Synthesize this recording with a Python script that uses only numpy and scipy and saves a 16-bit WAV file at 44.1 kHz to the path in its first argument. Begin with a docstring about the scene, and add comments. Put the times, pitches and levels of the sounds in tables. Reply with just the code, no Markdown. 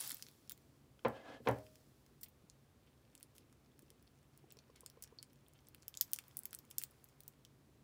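"""Cereal flakes rustle and snap in a ceramic bowl, heard from close by in a quiet kitchen.
The bowl is set on a stone counter, slid and set down again, which makes bowl and counter ring.
Then milk trickles in with tiny bubbles, the carton glugs as air enters it, and the flakes shift
and crack. A fridge hums far off."""
import sys
import numpy as np
from scipy import signal
from scipy.fft import rfft, irfft
from scipy.io import wavfile
from scipy.ndimage import uniform_filter1d

SR = 44100
rng = np.random.default_rng(int(sys.argv[2]) if len(sys.argv) > 2 else 0)


def wrap_up_sound(samples):
    """Save the sound to the file named by the first command line argument, as 16-bit audio."""
    columns = np.atleast_2d(samples).T
    # keep every value between -1 and 1, then stretch to whole-number steps
    tamed = np.clip(columns, -1, 1)
    steps = np.round(tamed * 32767).astype(np.int16)
    wavfile.write(sys.argv[1], SR, steps)


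N = 345303

# The tone of the room's noise. Each row: frequency in Hz, relative level in dB.
ROOM_TONE = [(12, -56.5), (20, -28.5), (46, -8), (124, -5), (164, -13), (235, -7), (312, -10), (561, -16),
             (879, -21.5), (1160, -22.5), (1500, -25.5), (4460, -30.5), (4860, -31.5), (14500, -35.5),
             (16200, -42.5)]
# The heap is stirred and settles. Each row: time in seconds, level in dB, fading in dB per second.
STIRS = [(0.0, -50, 137), (0.2, -75.5, 20), (1.05, -78.5, 300), (1.46, -72, 24), (5.98, -74, 15),
         (6.78, -85, 30)]
# The tone of rustling flakes. Each row: frequency in Hz, relative level in dB.
RUSTLE_TONE = [(290, -55), (500, 1), (660, -9.5), (731, -0.5), (1200, 1.5), (2610, -2.5), (3930, 4),
               (14700, 1.5), (15800, -5), (16500, -24)]
# Short pings. Each row: start in seconds, level in dB, pitch in Hz, seconds to fade by 60 dB.
PINGS = [(0.004, -41, 10270, 0.062), (0.496, -63, 3770, .06), (0.518, -62.5, 3730, 0.078),
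         (0.519, -64, 7200, .09), (4.072, -70, 4440, 0.04), (5.187, -47, 4380, 0.023)]
# Flakes snap. Each row: start in seconds, level in dB if all the energy came in 1 ms, pitch in Hz,
# rise up to that pitch in dB per octave, length in ms.
SNAPS = [(0.0098, -35, 10000, 10, 2.5), (0.021, -47, 15200, 8.5, 3.2), (0.049, -45, 8000, 11, 1.2),
         (0.0764, -34, 15200, 9, 0.7), (0.0944, -39, 11500, 5, 1.2), (0.1039, -36, 10700, 9, 4.1),
         (0.1098, -39.5, 12300, -4, 1.2), (0.1178, -35.5, 11500, 6.5, 1.2), (0.1278, -48, 8700, -2, 1.9),
         (0.145, -39.5, 11500, 15, 0.7), (0.1691, -48.5, 9300, 6, 1.2), (0.1842, -58, 12300, 4, 1.0),
         (0.1958, -56, 15200, -5, 0.91), (0.2245, -39, 12300, 3.5, 0.7), (0.2666, -51, 5400, 2.5, 0.89),
         (0.286, -50.5, 11500, 2, 0.73), (0.3132, -62, 15200, 1, 1.6), (0.4764, -62, 7600, 6, 1.2),
         (0.4959, -38.5, 15200, 6, 0.59), (0.5033, -49, 13200, 1, 1.1), (0.5108, -47, 15200, 0, 1.0),
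         (0.5196, -41.5, 13200, 5, 0.81), (0.5772, -59.5, 15200, -2, 0.7), (0.9925, -59.5, 3500, -5, 3.7),
         (1.0833, -49.5, 15200, 7, 1.2), (1.4875, -41.5, 11900, 11, 0.79), (1.5122, -51.5, 12000, 4, 0.91),
         (1.5862, -57, 15200, -2, 1.2), (1.6663, -57.5, 7100, -5, 0.88), (1.7564, -56, 8200, 2.5, 0.78),
         (2.0636, -61.5, 13200, -1.5, 1.5), (2.499, -50.5, 7300, 11.5, 0.57), (3.1521, -50, 9300, 5, 0.65),
         (3.1778, -56.5, 7600, 12, 0.8), (3.2003, -59, 15200, 4, 1.1), (3.209, -60, 13200, -1.5, 1.3),
         (3.2289, -45, 10000, 5, 0.31), (3.3645, -60, 10000, 4, 1.6), (3.382, -52, 9300, 4, 1.0),
         (3.5269, -62, 10000, 2, 1.1), (3.7924, -55, 10700, 2, 1.4), (3.822, -63, 11500, 11, 1.6),
         (3.9037, -53, 8740, 5, 1.2), (4.0263, -63, 15200, 5, 1.0), (4.0766, -63.5, 4730, 10, 0.74),
         (4.376, -55, 15200, 6, 1), (4.5052, -56, 8700, 4, 0.95), (4.5128, -57, 4400, 4, 1.2),
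         (4.5228, -51.5, 15200, 7, 1.2), (4.5701, -59, 5700, 7, 1.1), (4.5888, -53, 4150, 12, 0.84),
         (4.7605, -56.5, 12300, 1, 0.8), (4.8073, -49.5, 10000, 18, 1.2), (4.862, -41.5, 7740, 6, 1.4),
         (4.8999, -53, 15200, 4, 0.98), (5.0242, -43, 10700, 7, 0.9), (5.0382, -43.5, 7200, 15, 1.0),
         (5.0439, -56, 8700, -2, 2.5), (5.0754, -61, 6200, 4, 1.1), (5.228, -43.5, 15200, 0, 2),
         (5.3321, -62, 11500, 5, 0.8), (5.4839, -58.5, 13200, 8, 1.0), (5.5356, -62, 10700, 5, 0.9),
         (5.6706, -58, 7600, 6, 1.6), (5.6863, -52, 13200, 6.5, 1.2), (5.7472, -49.5, 13100, 0, 1.0),
         (5.824, -56.5, 5700, 12, 0.92), (5.8302, -58.5, 8700, -3, 0.91), (5.8811, -36.5, 14100, 7, 1.0),
         (5.9414, -48, 3620, 29, 0.86), (5.9511, -51, 15200, -1, 0.8), (5.9728, -36.5, 6740, 13, 1.6),
         (6.0023, -68, 7600, 4, 1.0), (6.0107, -19, 12600, 8, 1.1), (6.0275, -47, 12300, 4, 0.7),
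         (6.1108, -64, 7100, 2, 1.8), (6.1172, -47, 15200, 18, 0.8), (6.1336, -25, 15200, 7.5, 1.1),
         (6.1421, -40.5, 10700, 2.5, 1.4), (6.1614, -42.5, 9350, 6.5, 0.74),
         (6.1879, -37.5, 15200, -1, 1.1), (6.2391, -61, 15200, -3, 1.4), (6.282, -51, 15200, 14, 0.98),
         (6.3113, -62, 6600, 1, 1.4), (6.3698, -33.5, 12300, 9.5, 0.55), (6.3906, -36, 11500, 21, 0.59),
         (6.4346, -47.5, 10700, 6.5, 0.8), (6.4554, -34, 15100, 4, 1.1), (6.5086, -55, 9300, 15, 0.9),
         (6.5306, -42, 15200, 0.5, 0.99), (6.5428, -50.5, 8100, -1, 0.97), (6.5487, -37.5, 10700, 11, 0.41),
         (6.5886, -44.5, 13200, 6, 0.73), (6.6515, -61, 10000, 6, 1.1), (6.7041, -55, 15200, 8, 0.7),
         (6.7116, -44.5, 8800, 2, 2.3), (6.7832, -25.5, 9750, 11.5, 1.2), (6.811, -64, 5000, 8, 2.1),
         (6.8162, -43.5, 11500, -1, 0.78), (6.8252, -44, 15200, 3.5, 1.0), (6.8368, -34, 13100, 5.5, 0.7),
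         (6.91, -57, 13200, 16, 0.7), (7.0422, -47.5, 13200, 11.5, 0.7), (7.0883, -60, 13500, 1, 0.8),
         (7.2053, -47.5, 15200, 6, 1.7), (7.2348, -56, 15200, 2, 0.88), (7.2794, -43, 11500, 14, 1.5),
         (7.45, -51.5, 5080, 12.5, 0.76)]
# Longer, gritty crinkles of the carton and of wet flakes. Rows read as in SNAPS.
CRINKLES = [(2.211, -50.5, 12000, 10, 17), (2.232, -38, 13500, 5.2, 17), (2.26, -59.5, 2800, 16, 17),
            (2.284, -56.5, 15000, 8, 16), (2.87, -64, 3500, 2, 42), (3.35, -56, 12000, 2, 57),
            (4.756, -56.5, 3960, 1, 56), (5.026, -46, 15000, 3.3, 8.8), (5.55, -63, 2800, 1.9, 49),
            (6.79, -49.5, 8000, 1.5, 45)]
# The air in the bowl rings. Each row: pitch in Hz, gain in dB, seconds to fade by 60 dB.
HOLLOW_NOTES = [(3190, -42.5, 0.016), (1490, -34.5, 0.012), (7420, -44, 0.0087)]
# Soft bumps of a hand. Each row: start in seconds, level in dB, pitch in Hz.
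HAND_BUMPS = [(0.123, -53.5, 275), (2.438, -53.5, 194)]
# The bowl's foot meets the counter, and its weight follows more softly.
# Each row: start in seconds, push in dB, contact time in ms.
BLOWS = [(1.049, -16.5, 0.19), (1.0544, -9, 1.1), (1.066, -23.5, 3.6), (1.402, -28, 2.3), (1.463, -22, 1.2),
         (1.472, -13, 0.15), (1.479, -28.5, .6), (1.486, -7.5, 1.11), (1.495, -4, 4)]
# Counter and bowl ring together. Each row: pitch in Hz, gain in dB, seconds to fade by 60 dB.
COUNTER_NOTES = [(74, -21.5, 0.302), (109.8, -18.5, 0.35), (124.6, -11.5, 0.25), (231, -6.5, 0.17),
                 (279, -16.5, 0.26), (292.3, -23, 0.33), (358, -51, 0.13), (403, -23, 0.42),
                 (478, 3, 0.044), (485, -25.5, 0.51), (536, -9, 0.0794), (583, -26, 0.067),
                 (622, -19, 0.57), (673, -7, 0.063), (738, -27, 0.19), (817, -13, 0.23), (910, -21.5, 0.2),
                 (940, -13, 0.16), (954, 0.5, 0.027), (1033, -27.5, 0.25), (1360, -31, 0.16),
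                 (1355, -16, 0.26), (1615, -16, 0.22), (1716, -11, 0.21), (2030, -13.5, 0.089),
                 (2610, -20, 0.156), (3110, -20.5, 0.11)]
# The tone of the bowl's thud. Each row: frequency in Hz, relative level in dB.
THUD_TONE = [(60, -80), (150, 0.5), (300, -6.5), (520, 7), (1000, 2), (2000, -4.5), (4000, -21),
             (8000, -20), (14000, -11.5)]
# The foot scrapes over the stone in two pushes, then grazes it before landing.
# One list for the scrape, one for the graze. Each row: time in seconds, level in dB.
SLIDE_LEVELS = [
    [(1.12, -70), (1.155, -58), (1.23, -62), (1.28, -54.5), (1.35, -55), (1.41, -73)],
    [(1.44, -80.5), (1.46, -56), (1.475, -76)],
]
# The tone of that scraping. Each row: frequency in Hz, relative level in dB.
SCRAPE_TONE = [(88, -41.5), (150, -28), (167, -17), (277, 2), (361, -10), (551, 3), (591, -17.5),
               (656, 4.5), (1050, -11.5), (1760, -9.5), (2290, -20), (2870, -13), (10000, -39.5),
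               (13000, -41), (22000, -120)]
# Milk runs through the flakes in one stretch. Each row: time in seconds, level in dB.
TRICKLE_LEVELS = [
    [(2.75, -95), (3.0, -88), (3.7, -99), (4.3, -88.5), (5.1, -78), (5.4, -97), (6.1, -77), (7.0, -82),
     (7.6, -91)],
]
# Air bubbles enter the carton. Each row: start in seconds, level in dB, pitch in Hz, overtone in dB.
GLUGS = [(3.828, -57.5, 327, -28), (3.91, -65, 448, -22), (4.44, -57.5, 347, -7.5),
         (4.569, -59.5, 447, -13), (4.697, -60.5, 480, -8), (4.832, -58, 468, -3.5),
         (4.972, -56.5, 463, -10.5), (5.124, -57, 443, -10)]


def undb(db):
    return 10 ** (np.asarray(db) / 20)


def unit(x):
    return x / np.sqrt(np.mean(x ** 2))


def fade(t, t60):
    """Dies away by 60 dB in t60 seconds."""
    return np.exp(-np.log(1000) * t / t60)


def colour(x, tone):
    """Gives a sound the tone in rows of Hz and dB; white noise keeps its power."""
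    hz, db = np.transpose(tone)
    log_hz = np.log(np.fft.rfftfreq(4096, 1 / SR) + 1)
    cepstrum = irfft(np.interp(log_hz, np.log(hz), db) * np.log(10) / 20)
    cepstrum[1:2048] *= 2  # folded, so nothing rings before the sound starts
    cepstrum[2049:] = 0
    kernel = irfft(np.exp(rfft(cepstrum)))
    return signal.fftconvolve(x, kernel / np.sqrt(np.sum(kernel ** 2)))[:len(x)]


def band(x, lo_hz, hi_hz):
    return signal.sosfilt(signal.butter(2, [lo_hz, min(hi_hz, .45 * SR)], "band", fs=SR, output="sos"), x)


def curve(stretches):
    """Loudness that follows rows of seconds and dB, silent outside each stretch."""
    t = np.arange(N) / SR
    return sum(undb(np.interp(t, *np.transpose(rows), left=-200, right=-200)) for rows in stretches)


def wander(per_s):
    """A smooth random drift, with per_s new values a second."""
    hold = int(SR / per_s)
    steps = np.repeat(rng.standard_normal(N // hold + 1), hold)
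    return 0.55 * uniform_filter1d(uniform_filter1d(steps, hold), hold)[:N]


def add(track, start_s, sound):
    i = int(start_s * SR)
    track[i:i + len(sound)] += sound[:N - i]


def tail(x, db, t60, lo_hz, hi_hz):
    """Many echoes blur into fading noise."""
    t = np.arange(int(.5 * SR)) / SR
    echo = band(rng.standard_normal(len(t)), lo_hz, hi_hz) * fade(t, t60)
    return undb(db) * signal.fftconvolve(x, echo / np.sqrt(np.sum(echo ** 2)))[:N]


def room_noise(level_db=-70.5):
    """A soft hush whose bass wavers."""
    air = unit(colour(rng.standard_normal(N), ROOM_TONE))
    swell = undb(0.41 * wander(0.81) + 3.6 * wander(14))
    deep, bass = band(air, 16, 100), band(air, 140, 540)
    return undb(level_db) * (air - deep + (swell - 1) * bass)


def fridge(hz=138.5, width_hz=13, level_db=-75):
    """A far fridge: a narrow band of noise makes its wavering hum."""
    return undb(level_db) * unit(band(rng.standard_normal(N), hz - width_hz / 2, hz + width_hz / 2))


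def rumble(level_db=-79, swing_db=4.5):
    """A deep rumble comes and goes."""
    return undb(level_db + swing_db * wander(1.3)) * unit(band(rng.standard_normal(N), 51, 75.3))


def rustle(clicks_per_s=2500, spread_db=0.5, rise_db_per_s=311, hold_s=0.068):
    """Stirred flakes make tiny uneven clicks; each stir rises fast, holds and dies away."""
    t = np.arange(N) / SR
    stirred = sum(undb(db - rise_db_per_s * np.maximum(s - t, 0) - fall * np.maximum(t - s - hold_s, 0))
                  for s, db, fall in STIRS)
    hits = rng.random(N) < clicks_per_s / SR
    sizes = undb(spread_db * np.clip(rng.standard_normal(N), -3, 2))
    clicks = unit(hits * sizes * rng.choice([-1, 1], N))
    return stirred * unit(colour(clicks + 0.73 * rng.standard_normal(N), RUSTLE_TONE))


def pings():
    """Each ping is four close notes that beat roughly as they die."""
    out, t = np.zeros(N), np.arange(4096) / SR
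    for (s, db, hz, t60), offsets in zip(PINGS, rng.standard_normal((len(PINGS), 3))):
        neighbours = sum(np.sin(2 * np.pi * near_hz * t) for near_hz in hz + 11 / t60 * offsets)
        notes = np.sin(2 * np.pi * hz * t) + .5 * neighbours
        attack = 1 - np.exp(-t / 0.00015)
        add(out, s, undb(db) * notes * attack * fade(t, t60))
    return out


def cracks(events, crumble=0.046, low_hz=1600, fall_db_per_octave=15, uneven_db=2.5):
    """Bursts of cracks, duller or brighter with the piece's size; crumble adds a brief after-crackle."""
    out, t = np.zeros(N), np.arange(3072) / SR
    resonance_hz = np.geomspace(low_hz, .4 * SR, num=16)
    noises = rng.standard_normal((len(events), 2, len(t)))
    for (s, db, hz, rise_db, ms), (noise, grit) in zip(events, noises):
        snap = (t * 1000 / ms) ** 0.11 * np.exp(-t * 2700 / np.clip(ms, .2, 60))
        shape = snap + crumble * np.exp(-t / .005)
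        burst = noise * shape * undb(5.1 * uniform_filter1d(grit, size=24))
        low_db = -rise_db * np.log2(hz / low_hz)
        tone = [(low_hz / 2, low_db - 20), (low_hz, low_db), (hz, 0), (8 * hz, -3 * fall_db_per_octave)]
        resonances = np.c_[resonance_hz, uneven_db * noise[-16:]]  # every piece has its own
        piece = colour(colour(burst, tone), resonances)
        add(out, s, undb(db) * piece / np.sqrt(np.sum(piece ** 2) * 1000 / SR))
    return out


def hollow(x):
    """The air in the bowl rings along with whatever cracks inside it."""
    t = np.arange(4096) / SR
    notes = sum(undb(db) * np.sin(2 * np.pi * hz * t) * fade(t, t60) for hz, db, t60 in HOLLOW_NOTES)
    return x + signal.fftconvolve(x, notes)[:N]


def hand_bumps():
    """A hand makes a dull knock, only a few vibrations long."""
    out, t = np.zeros(N), np.arange(4096) / SR
    swell = t / 0.0085 * np.exp(1 - t / 0.0048)
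    for s, db, hz in HAND_BUMPS:
        add(out, s, undb(db) * swell * np.sin(2 * np.pi * hz * t))
    return out


def ring(force):
    """Counter and bowl ring when pushed; neighbouring notes start opposed, so close pairs swell late."""
    t = np.arange(int(.7 * SR)) / SR
    notes = sum((-1) ** k * undb(db) * np.sin(2 * np.pi * hz * t) * fade(t, t60)
                for k, (hz, db, t60) in enumerate(COUNTER_NOTES))
    return band(signal.fftconvolve(force, notes)[:N], 82, 15000)


def bowl_knocks():
    """Each blow is a short push that rings clear notes and a blur of closer ones."""
    force = np.zeros(N)
    for s, db, ms in BLOWS:
        push = np.hanning(int(np.clip(ms, .1, 8) * SR / 1000) + 3)
        add(force, s, undb(db) * push / push.sum())
    blur = colour(tail(force, -0.5, 0.25, 200, 4030) + tail(force, 4.6, 0.092, 600, 9650), THUD_TONE)
    clack = tail(force, -4.5, 0.092, 1500, 3920)  # the hard rim of the foot
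    return undb(-19.5) * ring(force) + blur + clack


def bowl_slide():
    """The foot grinds over the stone and rings bowl and counter."""
    grit = rng.standard_normal(N) * undb(2.7 * wander(120))
    ringing = unit(ring(np.diff(grit, prepend=0)))  # grit favours the high notes
    return curve(SLIDE_LEVELS) * (unit(colour(grit, SCRAPE_TONE)) + undb(-7.5) * ringing)


def milk_trickle(count=6000, lowest_hz=850, octaves=1.79, spread_db=11):
    """Small bubbles of random size ring for a moment, gliding up in pitch."""
    out, t = np.zeros(N), np.arange(512) / SR
    for when, height, loud in rng.random((count, 3)):
        hz = lowest_hz * 2 ** (octaves * height)
        bubble = np.sin(2 * np.pi * hz * t * (1 + 12 * t)) * np.exp(-hz * t / 2.0)
        add(out, when * (N - 1) / SR, undb(spread_db * loud) * bubble)
    return curve(TRICKLE_LEVELS) * unit(out)


def faint_snaps(count=150, pour_s=(2.8, 7.4), lo_hz=2200, hi_hz=11000, quietest_db=-74.5, spread_db=2):
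    """Small flakes give way at random while the milk runs, each with its own pitch."""
    when, height, loud = rng.random((count, 3)).T
    starts = np.interp(when, (0, 1), pour_s)
    levels = quietest_db - spread_db * np.log(1 - loud)
    pitches = lo_hz * (hi_hz / lo_hz) ** height
    return cracks([(s, db, hz, 2, 1) for s, db, hz in zip(starts, levels, pitches)])  # rows as in SNAPS


def carton_glugs():
    """An air bubble rings briefly and rises a little, with a smaller one just over an octave up."""
    out, t = np.zeros(N), np.arange(2048) / SR
    swell = t / 0.002 * np.exp(1 - t / 0.0023)
    for s, db, hz, overtone_db in GLUGS:
        phase = 2 * np.pi * hz * t * (1 + 1.5 * t)
        add(out, s, undb(db) * swell * (np.sin(phase) + undb(overtone_db) * np.sin(2.2 * phase)))
    return out


def scene():
    """Flakes with their faint echo off the walls, plus bowl, milk, hand and kitchen, in one channel."""
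    flakes = hollow(cracks(SNAPS) + faint_snaps() + cracks(CRINKLES, crumble=0)) + rustle() + pings()
    walls = tail(flakes, -14.0, 0.098, 1200, 15000) + tail(flakes, -15, 0.078, 2430, 8000)
    bowl = bowl_knocks() + bowl_slide()
    milk = milk_trickle() + carton_glugs()
    kitchen = room_noise() + fridge() + rumble()
    return (flakes + walls + bowl + milk + hand_bumps() + kitchen)[None]


def record(dry):
    """The small microphone lifts a narrow band of high treble, then the very top is cut."""
    peak_hz, width_hz, peak_db, top_hz = 15140, 1000, 6.5, 16500
    lift = band(dry, peak_hz - width_hz / 2, peak_hz + width_hz / 2) * (undb(peak_db) - 1)
    return signal.sosfilt(signal.ellip(8, .2, 70, top_hz, fs=SR, output="sos"), dry + lift)


dry = scene()
out = record(dry)
wrap_up_sound(out)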